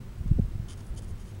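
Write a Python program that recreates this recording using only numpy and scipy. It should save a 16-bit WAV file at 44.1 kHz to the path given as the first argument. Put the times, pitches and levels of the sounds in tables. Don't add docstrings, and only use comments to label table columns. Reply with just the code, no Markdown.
import sys
import numpy as np
from scipy import signal
from scipy.fft import rfft, irfft
from scipy.io import wavfile

SR = 44100
rng = np.random.default_rng(int(sys.argv[2]) if len(sys.argv) > 2 else 0)


def waveform_to_disk(signal):
    frames = np.transpose(np.atleast_2d(signal))
    scaled = np.clip(frames, -1, 1) * 32767
    samples = np.round(scaled).astype(np.int16)
    wavfile.write(sys.argv[1], SR, samples)


N = 61739
TIME = np.arange(N) / SR

# start t/s, duration/s, level/dB, treble tilt/(dB per octave)
DRAG_STROKES = [(0.682, .054, -50.5, -0.9), (0.77, 0.04, -59, -1), (0.805, 0.1, -69, 29),
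                (.961, 0.032, -53.5, 3.5), (1.014, 0.025, -60.5, 2), (1.071, 0.041, -62.5, 7),
                (1.176, 0.052, -63, 1.5), (1.248, 0.068, -64, 1.5)]
DRAG_ATTACK_S, DRAG_RELEASE_S, JUDDER_DB, JUDDER_PER_S = 0.008, 0.0046, 2.1, 130
# t/s, peak level/dB, treble tilt/(dB per octave)
GRAIN_SNAPS = [(.279, -53, -5), (0.703, -51, 0), (0.775, -59, 7), (0.8687, -53.5, 10), (.9505, -57.5, 21),
               (0.9745, -48, 1.5), (1.022, -57, 13), (1.046, -54, 10), (1.35, -53, 1)]
SNAP_RISE_S, SNAP_DECAY_S = 0.0015, 0.0028
# f/Hz, bandwidth/Hz, relative gain/dB
FLOOR_MODES = [(1240, 600, -4), (3110, 115, 8), (3570, 130, 1.5), (4670, 370, 0.5), (5200, 480, 0),
               (6540, 640, 2), (8150, 260, -0.5), (9120, 1100, 3), (9810, 1750, 0.5)]
SLIPS_PER_S, SLIP_SPREAD_DB, GRIT_TOP_HZ, TILT_PIVOT_HZ = 7000, 5.5, 11300, 6000
# f/Hz, relative level/dB
RUB_SPECTRUM = [(200, -15), (300, 6), (520, 4.5), (700, -0.5), (1200, -27), (3000, -50)]
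# t/s, peak level/dB, spectral peak f/Hz
BUFFETS = [(0.213, -21.5, 78), (0.262, -21, 122), (0.3167, -9, 97), (.376, -15.5, 41), (.398, -11.5, 135.5),
           (0.421, -21, 64.6), (0.557, -26.5, 93), (.6, -21, 92.6), (1.121, -29.5, 56.6)]
# t/s, peak level/dB, upper edge f/Hz
TURBULENT_BURSTS = [(0.318, -34.5, 343), (0.393, -28, 643)]
# f/Hz, relative level/dB
TURBULENCE_SPECTRUM = [(100, -28), (240, 7.5), (400, -1), (560, -7.5), (1000, -13)]
# t/s, relative level/dB
WIND_ENVELOPE = [(0, -48), (.15, -44.5), (.19, -36.5), (.4, -26), (.514, -38), (.87, -49), (.905, -36),
                 (1.06, -45.5), (1.112, -33.5), (1.168, -44), (1.346, -41), (1.4, -54)]
# f/Hz, relative level/dB
WIND_SPECTRUM = [(20, 0), (35, 1), (60, -4.5), (120, -17.5), (250, -31), (500, -48), (1000, -95)]
# f/Hz, relative level/dB
AIR_SPECTRUM = [(40, -9.5), (100, 1), (150, -6), (220, -7), (295, -17), (350, -12.5), (460, -21),
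                (800, -26), (1400, -28.5), (2500, -33.5), (5000, -39), (10000, -43.5), (12500, -46.5),
                (16000, -47)]
# f/Hz, mean level/dB, spread of level/dB
WHINE_TONES = [(14625, -82.5, 3), (14760, -88, 3), (15734, -79, 2)]


def drags():
    out = np.zeros(N)
    for start, duration, db, tilt_db in DRAG_STROKES:
        attack = np.clip((TIME - start) / DRAG_ATTACK_S, 0, 1)
        release = np.exp(-np.maximum(TIME - start - duration, 0) / DRAG_RELEASE_S)
        out += from_db(db) * attack * release * grit(tilt_db)
    return out * from_db(JUDDER_DB * drift(JUDDER_PER_S))


def grit(tilt_db):
    slips = (rng.random(N) < SLIPS_PER_S / SR) * rng.choice([-1, 1], N)
    slips = slips * from_db(SLIP_SPREAD_DB * np.minimum(rng.exponential(1, N), 4))
    ringing = np.zeros(N)
    for k, (hz, width_hz, db) in enumerate(FLOOR_MODES):
        gain = from_db(db + tilt_db * np.log2(hz / TILT_PIVOT_HZ))
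        ringing += (-1) ** k * gain * resonate(slips, hz, width_hz)
    return rms_one(low_pass(ringing, GRIT_TOP_HZ, order=6))


def snaps():
    out = np.zeros(N)
    for t, db, tilt_db in GRAIN_SNAPS:
        envelope = np.exp(-np.maximum((TIME - t) / SNAP_DECAY_S, (t - TIME) / SNAP_RISE_S))
        out += from_db(db) * envelope * grit(tilt_db)
    return out


def shell_rub(peak_s=1, width_s=0.035, db=-54.5):
    return from_db(db) * gaussian(peak_s, width_s) * coloured_noise(RUB_SPECTRUM)


def thumps():
    out = np.zeros(N)
    for t, db, hz in BUFFETS:
        exponent = (np.pi * hz * (TIME - t)) ** 2
        out += from_db(db) * (2 * exponent - 1) * np.exp(-exponent)
    return out


def turbulence(width_s=0.0069):
    out = np.zeros(N)
    for t, db, top_hz in TURBULENT_BURSTS:
        eddies = low_pass(coloured_noise(TURBULENCE_SPECTRUM), top_hz, order=8)
        out += from_db(db) * gaussian(t, width_s) * rms_one(eddies)
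    return out


def wind(gain_db=2):
    strength_db = np.interp(TIME, *np.transpose(WIND_ENVELOPE))
    return from_db(gain_db + strength_db) * coloured_noise(WIND_SPECTRUM)


def background(hiss_db=-44.5, drone_db=-44.5, drone_hz=96.8, width_hz=13.7):
    band = resonate(rng.standard_normal(2 * N), drone_hz, width_hz)
    drone = resonate(band, drone_hz, 2 * width_hz)[N:]
    return from_db(hiss_db) * coloured_noise(AIR_SPECTRUM) + from_db(drone_db) * rms_one(drone)


def electronics(wavers_per_s=4.8, tick_hz=7940, ticks_per_s=33, tick_s=0.0065, tick_db=-68.5):
    whine = sum(from_db(db + spread_db * drift(wavers_per_s)) * np.sin(2 * np.pi * hz * TIME)
                for hz, db, spread_db in WHINE_TONES)
    gate = np.sin(np.pi * np.minimum(TIME % (1 / ticks_per_s) / tick_s, 1))
    ticks = from_db(tick_db) * gate * np.sin(2 * np.pi * tick_hz * TIME)
    return np.sqrt(2) * (whine + ticks)


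def from_db(db):
    return 10 ** (np.asarray(db) / 20)


def rms_one(x):
    return x / np.sqrt(np.mean(x ** 2) + 1e-20)


def gaussian(peak_s, width_s):
    return np.exp(-((TIME - peak_s) / width_s) ** 2)


def coloured_noise(spectrum):
    hz, db = np.transpose(spectrum)
    bins = np.maximum(np.fft.rfftfreq(N, 1 / SR), 1)
    gain = from_db(np.interp(np.log(bins), np.log(hz), db)) * np.minimum(bins / 20, 1) ** 2
    return rms_one(irfft(rfft(rng.standard_normal(N)) * gain, N))


def drift(rate):
    knots = np.arange(0, TIME[-1] + 1, 1 / rate)
    return np.interp(TIME, knots, rng.standard_normal(N)[:len(knots)])


def resonate(x, hz, width_hz):
    radius = np.exp(-np.pi * width_hz / SR)
    feedback = [1, -2 * radius * np.cos(2 * np.pi * hz / SR), radius ** 2]
    return signal.lfilter(np.array([1, 0, -1]) * (1 - radius ** 2) / 2, feedback, x)


def low_pass(x, hz, order):
    return signal.sosfilt(signal.butter(order, hz, fs=SR, output="sos"), x)


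def scene():
    tortoise = drags() + snaps() + shell_rub()
    return (tortoise + thumps() + turbulence() + wind() + background() + electronics())[None]


def record(dry):
    fade_s, cutoff_hz = 0.006, 15800
    faded = dry * np.minimum(TIME / fade_s, 1)
    return signal.sosfilt(signal.ellip(12, 0.1, 90, cutoff_hz, fs=SR, output="sos"), faded)


dry = scene()
out = record(dry)
waveform_to_disk(out)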